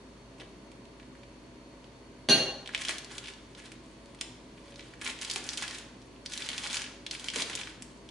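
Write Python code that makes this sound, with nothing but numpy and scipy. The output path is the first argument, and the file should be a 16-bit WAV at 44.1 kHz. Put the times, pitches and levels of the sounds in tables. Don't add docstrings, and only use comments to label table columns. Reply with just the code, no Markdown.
import sys
import numpy as np
from scipy import signal
from scipy.fft import rfft, irfft, next_fast_len
from scipy.io import wavfile
from scipy.ndimage import uniform_filter1d, map_coordinates

SR = 44100
rng = np.random.default_rng(int(sys.argv[2]) if len(sys.argv) > 2 else 0)


def voltage_ratio(decibels):
    exponent = np.asarray(decibels, float) / 20
    return 10 ** exponent


def unload_wav(signal):
    wavfile.write(
        sys.argv[1],
        SR,
        np.round(np.clip(np.atleast_2d(signal).T, -1, 1) * 32767).astype(np.int16),
    )


N = 357385

# start_s, peak_db, panel_hz, brightness_db
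CREASE_SNAPS = [(.384, -45, 2360, -8), (.3995, -34, 2500, -19), (.4045, -38, 3300, -17),
                (.41, -37, 3000, -22), (.417, -37, 1780, -23), (.433, -42, 2700, -25),
                (.7173, -41, 2520, -2), (.854, -41, 2920, -9), (.9987, -41, 2410, -27),
                (1.03, -40.5, 2050, -27), (1.1524, -43, 1720, -18), (1.233, -40.5, 2680, -28),
                (1.8427, -41.5, 3300, -27), (3.5815, -39, 2160, -22), (3.6208, -38, 2200, -9),
                (3.7187, -32, 2310, -3), (4.0586, -43, 3510, -1), (4.148, -39, 2200, -3),
                (4.1887, -40, 3310, -19), (4.2103, -26, 4000, 0), (4.2118, -14, 3240, -1),
                (4.2165, -29.5, 1960, -15), (4.5776, -43, 2560, -21), (4.657, -44, 2500, -19),
                (4.68, -42, 3300, -24), (4.7226, -38, 3330, -33), (4.7422, -40, 3200, -19),
                (4.826, -40, 3000, -18), (4.7586, -34, 4420, -31), (4.7937, -32, 2820, -25),
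                (4.8071, -35, 3230, -23), (4.937, -35, 1880, -15), (6.0175, -42.5, 5200, -10),
                (6.025, -47, 3700, -15), (6.162, -43, 2800, -27), (3.6, -37.5, 2250, -25),
                (3.64, -43, 2200, -25), (7.8228, -21, 3000, 7), (7.6336, -29, 3270, -23),
                (8.0898, -32, 3370, -14)]
# start_s, peak_db, panel_hz, brightness_db
LIFT_SNAPS = [(2.66, -28, 3300, -29), (2.7365, -30, 1900, -27), (2.761, -30, 3200, -20),
              (2.812, -28, 3000, 5), (2.8365, -28, 4960, -8), (2.9, -26, 2700, 5), (2.908, -22, 2500, -5),
              (3.241, -32, 2990, -14), (3.258, -30, 3250, -17), (2.675, -22, 3180, -15),
              (2.6912, -28.5, 1680, -20), (2.748, -11.5, 2380, -19), (2.778, -21.5, 2900, -4),
              (2.819, -19.5, 2700, -4), (2.8505, -20, 2900, -7), (2.8848, -13, 3420, -22),
              (2.8934, -13, 2070, -4), (2.983, -22, 3300, 0), (3.046, -27, 4340, -2),
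              (3.112, -34, 3070, -10), (3.1815, -22, 3330, -6), (3.2724, -28, 3370, -17),
              (3.283, -30, 2800, -14), (3.3367, -34, 3820, -20), (3.55, -37, 3630, -25)]
# start_s, peak_db, panel_hz, brightness_db
FOLD_SNAPS = [(5.0141, -25.5, 2600, -5), (5.0184, -25, 1740, -9), (5.0445, -31, 3140, -4),
              (5.058, -26, 2480, -10), (5.097, -28, 2400, -11), (5.1894, -29.5, 2880, -7),
              (5.2305, -23.5, 2900, -1), (5.241, -30, 3600, -7), (5.312, -15.5, 4300, -5),
              (5.4415, -28, 6460, 1), (5.5014, -30, 4500, -8), (5.5335, -27, 5300, -8),
              (5.578, -21.5, 2980, -1), (5.589, -30, 2300, -5), (5.612, -29, 4300, -15),
              (5.624, -23, 2900, 5), (5.637, -25.5, 1980, -12), (5.71, -27.5, 4300, -4),
              (5.047, -24, 2400, 10), (5.064, -19, 2380, -16), (5.0756, -16.5, 2460, -7),
              (5.221, -22, 2590, -1), (5.315, -22, 4200, 3), (5.3367, -22.5, 3520, 16),
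              (5.466, -32, 6000, 5), (5.6292, -24.5, 4300, -2), (5.214, -22.5, 3460, 1),
              (5.2485, -21.5, 3580, -5), (5.2999, -18, 4280, -11), (5.3601, -13, 2520, -4),
              (5.49, -15, 4970, -30), (5.5741, -19, 4100, -2), (5.68, -22.5, 3380, -6),
              (5.785, -28, 2800, 4)]
# start_s, peak_db, panel_hz, brightness_db
SQUEEZE_SNAPS = [(6.3766, -18.5, 3840, -1), (6.4628, -23, 3080, -2), (6.6726, -22, 5000, -8),
                 (6.709, -26, 3530, -12.5), (6.7566, -18, 2940, 7), (7.3012, -21, 3340, -11),
                 (7.3867, -17, 3380, -9), (7.4215, -13, 3800, -13), (7.532, -28, 3150, -24),
                 (6.2555, -36, 1600, 0), (6.299, -33, 3470, 5), (6.3218, -25, 3560, -3),
                 (6.33, -26, 3400, -3), (6.414, -32, 1790, -5), (6.502, -25, 3000, -18),
                 (6.516, -25, 3200, -9), (6.562, -32, 2580, -7), (6.637, -24.5, 2920, -2),
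                 (6.666, -23.5, 2600, -15), (6.7, -25, 3300, -15), (6.7435, -18, 2390, -2),
                 (6.842, -28, 2700, -12), (7.1395, -30, 2950, -7), (7.337, -25, 2000, -3),
                 (7.344, -23, 3330, -10), (7.406, -18, 3800, -3), (7.59, -25, 3000, 9),
                 (7.613, -22.5, 2600, -13), (7.673, -29.5, 1890, -19), (6.261, -22, 4750, -29),
                 (6.336, -20.5, 3400, -2), (6.4218, -22.5, 3640, -23), (6.4891, -13.5, 3150, -7),
                 (6.5315, -23, 3080, -15), (6.5799, -15, 3100, -2), (6.7305, -19, 3700, 0),
                 (6.7698, -13, 3580, -14), (6.819, -18, 2450, -4.5), (6.8629, -27, 2460, -29),
                 (7.065, -19.5, 3520, -17), (7.1116, -16.5, 4380, -10), (7.15, -24, 2550, -10),
                 (7.197, -26, 3580, -2), (7.2432, -22, 3020, -3), (7.285, -14, 3240, -16),
                 (7.36, -15.5, 2870, -2), (7.4983, -22, 2280, -7), (7.553, -14, 3300, 7.5),
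                 (7.559, -23, 7000, 3), (7.5739, -23, 2840, -25)]
# start_s, crinkle_db, hold_s
GRIP_EVENTS = [(0.392, -61.5, 0.032), (2.73, -56, 0.011), (2.794, -49, 0.024), (2.874, -42.5, 0.044),
               (3.11, -50.5, 0.055), (3.247, -46.5, 0.028), (3.581, -58.5, 0.084), (4.608, -65, 0.32),
               (5.022, -48, 0.075), (5.201, -51.5, 0.084), (5.306, -47.5, 0.072), (5.434, -51, 0.12),
               (5.58, -43.5, 0.011), (5.624, -44, 0.024), (5.67, -51.5, 0.13), (6.315, -48.5, 0.033),
               (6.348, -47.5, 0.026), (6.396, -48.5, 0.28), (6.643, -46.5, 0.031), (6.701, -45.5, 0.096),
               (6.805, -57, 0.1), (7.127, -48, 0.017), (7.21, -54, 0.14), (7.324, -53, 0.024),
               (7.359, -37, 0.044), (7.458, -49, 0.097), (7.59, -47, 0.018), (7.628, -59.5, 0.079)]
# freq_hz, density_db_per_hz
FILM_COLOUR = [(290, -40), (500, 4), (914, -3), (1160, -6), (1510, 1.5), (3400, 2), (5810, -4.5),
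               (9570, -8), (11100, -9.5), (11500, -55), (15000, -62), (22000, -120)]
# start_s, level_db, length_ms
BAG_THUMPS = [(.399, -42, 86), (2.75, -50, 37), (2.89, -36, 33), (5.076, -43, 23), (5.359, -31, 19),
              (6.49, -41, 14), (4.21, -40, 6.6), (7.36, -32, 54), (7.391, -40, 44), (7.42, -36, 42),
              (7.497, -37, 23)]
# start_s, low_modes_db, high_modes_db, knock_db
SPOON_HITS = [
    (2.2875, -37, -47, -18),
    (2.2926, -46, -30, -20),
    (2.2959, -43, -25.5, -16.5),
    (2.3017, -22.5, -26, -23.5),
    (2.313, -53, -43, -27),
    (2.329, -58, -38, -25),
    (2.345, -60, -36, -30),
]
# freq_hz, level_db, t60_s
LOW_MODES = [(1516, -20, .3), (1574, -6, .3), (1591, -11, .3), (2796.3, -6, .9), (2809.2, -5, .9),
             (2802, 3, .13), (2780, -16, .4), (2843, -17, .3), (2918, -17, .4), (3144, -18, .4),
             (3290, -15, .4)]
# freq_hz, level_db, t60_s
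HIGH_MODES = [(3780, -12, .45), (3919, -14, .35), (4244, -7, .35), (4290, -1, .45), (4302, 0, .58),
              (4322, 3, .09), (4362, -10, .5), (4511, -14, .35), (5857, -12, .15), (6141, -14, .38),
              (6179, -16, .35), (6153, -10, .4), (6500, -8, .05), (10670, -19, .3)]
# freq_hz, density_db_per_hz
KNOCK_COLOUR = [(85, -27), (110, -8), (150, -4), (250, -4), (380, -1.5), (465, -11), (580, -4.5),
                (750, -6.5), (1050, -15.5), (1250, -16.5), (1900, -14), (3500, -8.5), (4500, -3.5),
                (5100, -24), (6200, -12.5), (7700, -29.5), (10600, -16), (12000, -50)]
# delay_s, level_db
EARLY_ECHOES = [(.0011, -14), (.0023, -16), (.0041, -7), (.0056, -14), (.0068, -14), (.0095, -18),
                (.013, -16), (.021, -21)]
# freq_hz, t60_s
WALL_DECAY = [(150, 0.48), (800, 0.89), (2500, 0.6), (6000, 0.59), (11000, 0.38)]
# freq_hz, left_right_likeness
WALL_LIKENESS = [(200, 0.99), (1000, 0.87), (3000, 0.55), (10000, 0.011)]
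# freq_hz, density_db_per_hz
AIR_COLOUR = [(15, -37), (25, -15), (117, -5), (173, -4.5), (248, -1), (565, -9.5), (810, -16.5), (945, -9),
              (1320, -18.5), (2100, -18.5), (4000, -23), (4320, -28.5), (5040, -25.5), (10600, -34.5),
              (11800, -76), (15300, -91), (22000, -120)]
# freq_hz, level_db, width_hz
HUM_TONES = [(122.2, -65.5, 9.6), (251.2, -63, 26), (315.1, -64.5, 23), (395.5, -66.5, 26),
             (563.3, -68.5, 4.2), (667.3, -71.5, 14), (4430, -74.5, 300), (6300, -79.5, 180),
             (10790, -82.5, 86)]
# freq_hz, left_right_likeness
AIR_LIKENESS = [(60, 0.96), (170, 0.98), (490, 0.85), (1410, 0.23), (4030, 0.19), (11500, 0.012)]

SNAP_MS, SNAP_SCATTER_DB, SHORTEST_MS = 2.8, 2.5, 0.9
LOUD_DB, SHORTEN_DB_PER_DB = -23.5, 0.43
PANEL_WIDTH, PANEL_RING_WIDTH, PANEL_RING_GAIN = 1.1, 0.2, 0.8
LESSER_OVER_GRIP_DB, LESSER_SCATTER_DB = 11, 3
LESSER_HZ, LESSER_OCTAVES, LESSER_BRIGHT_DB = 3300, 0.88, -10
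TIGHTEN_DB_PER_S, RELAX_DB_PER_S = 700, 402
IDLE_DB, LIFTED_S, SHEEN_DB = -72.5, 2.4, 7
LOW_SETTLE_S, HIGH_SETTLE_S, SETTLE_DB_PER_S = 2.515, 2.655, 350
KNOCK_T60_S = 0.022
ECHO_SKEW = 0.14
AIR_DB = -52.5


def snaps(size=2048):
    events = np.vstack([CREASE_SNAPS, LIFT_SNAPS, FOLD_SNAPS, SQUEEZE_SNAPS, lesser_snaps()])
    start_s, peak_db, panel_hz, bright_db = events.T[..., None]
    scatter_db = SNAP_SCATTER_DB * rng.standard_normal(start_s.shape)
    length_ms = SNAP_MS * voltage_ratio(scatter_db - SHORTEN_DB_PER_DB * np.maximum(peak_db - LOUD_DB, 0))
    f = np.fft.rfftfreq(size, 1 / SR)
    luck = rng.standard_normal((len(start_s), 2 * size))
    cracks = rfft(burst(luck, np.clip(length_ms - 0.8, SHORTEST_MS, 5)))
    cracks /= uniform_filter1d(np.abs(cracks), size=14, axis=1) ** 0.49

    panel = peak(f, panel_hz, PANEL_WIDTH * panel_hz) ** 2
    panel = panel + PANEL_RING_GAIN * peak(f, panel_hz, PANEL_RING_WIDTH * panel_hz)
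    body = irfft(cracks * panel * peak(f, 1850, 5600) ** 2)

    bands = uniform_filter1d(rng.standard_normal(cracks.shape), size=60, axis=1)
    cracks *= voltage_ratio(1.1 * unit(bands))
    edge = irfft(cracks * peak(f, 6960, 5600) * peak(f, 6100, 8100))

    rows = peak_one(even(body) - voltage_ratio(bright_db) * even(edge))
    return place(np.maximum(start_s[:, 0] - 0.006, 0), voltage_ratio(peak_db - 3.0) * rows)


def lesser_snaps(count=320):
    luck = rng.standard_normal((count, 3))
    start_s = (np.arange(count) + rng.random(count)) * N / SR / count
    peak_db = grip_db(start_s) + LESSER_OVER_GRIP_DB + LESSER_SCATTER_DB * luck[:, 0]
    panel_hz = LESSER_HZ * 2 ** (LESSER_OCTAVES * luck[:, 1])
    bright_db = LESSER_BRIGHT_DB + 6 * luck[:, 2]
    return np.transpose([start_s, peak_db, panel_hz, bright_db])


def grip_db(times_s):
    start_s, level_db, hold_s = np.transpose(GRIP_EVENTS)[..., None]
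    swell_db = TIGHTEN_DB_PER_S * np.maximum(start_s - times_s, 0)
    relax_db = RELAX_DB_PER_S * np.maximum(times_s - start_s - np.abs(hold_s), 0)
    each_db = level_db - swell_db - relax_db
    return np.maximum(each_db.max(axis=0), np.where(times_s > LIFTED_S, IDLE_DB, -120))


def crinkle(count=20000, size=128):
    luck = rng.random((count, 5))
    times_s = luck[:, 0] * N / SR
    field = rng.standard_normal((400, 1)) + 0.22 * rng.standard_normal((400, 7))
    clump = map_coordinates(field, [times_s * 40, luck[:, 1] * 6])
    hz = 900 * 13 ** luck[:, 1:2]
    t = np.arange(size) / SR
    strength_db = np.minimum(-3.5 * np.log(luck[:, 2:3]), 14)
    strength_db = strength_db + 3.5 * np.clip(clump, -3, 2)[:, None]
    grains = voltage_ratio(strength_db - 60 * t * hz / 7) * np.sin(2 * np.pi * (hz * t + luck[:, 3:4]))
    colour = lambda f: voltage_ratio(along(FILM_COLOUR, f)) * np.sqrt(f / 3000)
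    film = unit(filtered(place(times_s, grains), colour))
    sheen = filtered(film, lambda f: peak(f, 8960, 7400))
    return voltage_ratio(grip_db(np.arange(N) / SR)) * (film + (voltage_ratio(SHEEN_DB) - 1) * sheen)


def thumps(size=4096):
    start_s, level_db, length_ms = np.transpose(BAG_THUMPS)[..., None]
    push = rfft(burst(rng.standard_normal((len(start_s), 2 * size)), length_ms / 4))
    air = irfft(push * peak(np.fft.rfftfreq(size, 1 / SR), 380, 450) ** 2)
    return place(start_s[:, 0] - 0.004, voltage_ratio(level_db) * peak_one(air))


def spoon():
    rings, knocks = np.zeros((2, N)), np.zeros(N)
    t = np.arange(SR * 2 // 3) / SR
    knock_t = t[:SR // 8]
    colour = causal(KNOCK_COLOUR)
    low, high = struck(LOW_MODES, t), struck(HIGH_MODES, t)
    for start_s, low_db, high_db, knock_db in SPOON_HITS:
        at = round(start_s * SR)
        low_settle = voltage_ratio(-SETTLE_DB_PER_S * np.maximum(start_s + t - LOW_SETTLE_S, 0))
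        high_settle = voltage_ratio(-SETTLE_DB_PER_S * np.maximum(start_s + t - HIGH_SETTLE_S, 0))
        ring = voltage_ratio(low_db) * low * low_settle + voltage_ratio(high_db) * high * high_settle
        rings[:, at:][:, :len(t)] += ring
        noise = rng.standard_normal(len(knock_t)) * voltage_ratio(-60 * knock_t / KNOCK_T60_S)
        knock = np.convolve(noise, colour)
        knocks[at:][:len(knock)] += voltage_ratio(knock_db) * knock
    return rings, knocks


def struck(modes, t):
    hz, level_db, t60_s = np.transpose(modes)[..., None]
    lobes = 0.4 * rng.standard_normal((len(hz), 1)) * [[[1]], [[-1]]]
    phase = lobes + np.pi * np.arange(len(hz))[:, None]
    onset = 1 - np.exp(-t / 0.00051)
    return (voltage_ratio(level_db - 60 * t / t60_s) * np.sin(2 * np.pi * hz * t + phase) * onset).sum(axis=1)


def early_echoes(x):
    skew = 1 + ECHO_SKEW * np.array([[1], [-1]])

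    def response(f):
        return 1 + sum(voltage_ratio(level_db) * np.exp(-2j * np.pi * f * delay_s * skew)
                       for delay_s, level_db in EARLY_ECHOES)
    return filtered(x, response)


def walls(x, block_s=0.3):
    out = np.zeros((2, N + 2 * SR))
    step, length = int(block_s * SR), SR * 3 // 4
    for start in range(0, N, step):
        hz, t, z = signal.stft(rng.standard_normal((2, length)), SR, nperseg=256)
        decay = voltage_ratio(-60 * t / along(WALL_DECAY, hz)[:, None])
        tail = signal.istft(z * decay, SR, nperseg=256)[1]
        tail = tail / np.linalg.norm(tail[0])
        wet = signal.fftconvolve(x[None, start:start + step], tail, axes=1)
        out[:, start + 300:][:, :wet.shape[1]] += wet
    return stereo(out[:, :N], WALL_LIKENESS)


def room_tone():
    air = unit(filtered(rng.standard_normal((2, N)), lambda hz: voltage_ratio(along(AIR_COLOUR, hz))))
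    air *= voltage_ratio(AIR_DB - 0.5)

    def tone_lines(f):
        return sum(voltage_ratio(level_db) * peak(f, hz, width_hz) ** 2 * np.sqrt(SR / width_hz)
                   for hz, level_db, width_hz in HUM_TONES)
    tones = filtered(rng.standard_normal((2, N)), tone_lines)
    t = np.arange(N) / SR
    drone_db = -58.5 + 1.5 * np.sin(2 * np.pi * 7.3 * t + 2 * np.sin(2 * np.pi * 0.71 * t))
    drone = voltage_ratio(drone_db) * np.sin(2 * np.pi * 54.0 * t + 0.5 * np.sin(2 * np.pi * 1.06 * t))
    whine_phase = 2 * np.pi * 4414 * t + 3 * np.sin(2 * np.pi * 2.1 * t)
    whine = voltage_ratio(-70.5) * np.sin(whine_phase + [[0], [1.2]])
    return whine + stereo(air + tones, AIR_LIKENESS) + drone


def unit(x):
    return x / np.sqrt(np.mean(x ** 2) + 1e-20)


def peak_one(rows):
    return rows / np.abs(rows).max(axis=1, keepdims=True)


def even(rows):
    return rows / np.linalg.norm(rows, axis=1, keepdims=True)


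def along(points, hz):
    f, v = np.transpose(points)
    return np.interp(np.log(hz + 1), np.log(f + 1), v)


def filtered(x, response):
    n = x.shape[-1]
    m = next_fast_len(n + SR // 2)
    return irfft(rfft(x, m) * response(np.fft.rfftfreq(m, 1 / SR)), m)[..., :n]


def causal(points, size=2048):
    c = irfft(np.log(voltage_ratio(along(points, np.fft.rfftfreq(size, 1 / SR))) + 1e-6))
    c[1:size // 2] *= 2
    c[size // 2 + 1:] = 0
    h = irfft(np.exp(rfft(c)))
    return h / np.linalg.norm(h)


def peak(f, centre_hz, width_hz):
    return 1j * f * width_hz / (centre_hz ** 2 - f * f + 1j * f * width_hz)


def stereo(pair, alike):
    def turn(hz):
        angle = np.arccos(np.clip(along(alike, hz), -1, 1)) / 2
        return np.array([np.cos(angle), np.sin(angle)])
    mid, side = filtered(pair, turn)
    return np.array([mid + side, mid - side])


def place(times_s, rows):
    at = np.round(times_s * SR).astype(int)[:, None] + np.arange(rows.shape[1])
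    return np.bincount(at.ravel(), rows.ravel(), N + SR)[:N]


def burst(luck, length_ms, rise=0.24):
    size = luck.shape[1] // 2
    ms = np.arange(size) / SR * 1000 - 6
    slope = np.where(ms < 0, -1 / rise, 1 / (1 - rise)) / length_ms
    return luck[:, :size] * voltage_ratio(2.97 * luck[:, size:] - 8.1 * ms * slope)


def scene():
    cracks = snaps()
    rustle = crinkle() + thumps()
    rings, knocks = spoon()
    near = early_echoes(rustle + cracks) + knocks
    halo = voltage_ratio(-15) * rings[0]
    wet = walls(voltage_ratio(-3.0) * rustle + voltage_ratio(-6) * cracks + voltage_ratio(4.5) * knocks + halo)
    return near * voltage_ratio([[-0.3], [0.3]]) + rings + wet + room_tone()


def low_pass(x):
    return signal.sosfilt(signal.butter(12, 12120, fs=SR, output="sos"), x)


def record(dry):
    mix = filtered(dry, lambda hz: 1 / (1 + (hz / 11150) ** 90))
    return low_pass(mix)


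dry = scene()
out = record(dry)
unload_wav(out)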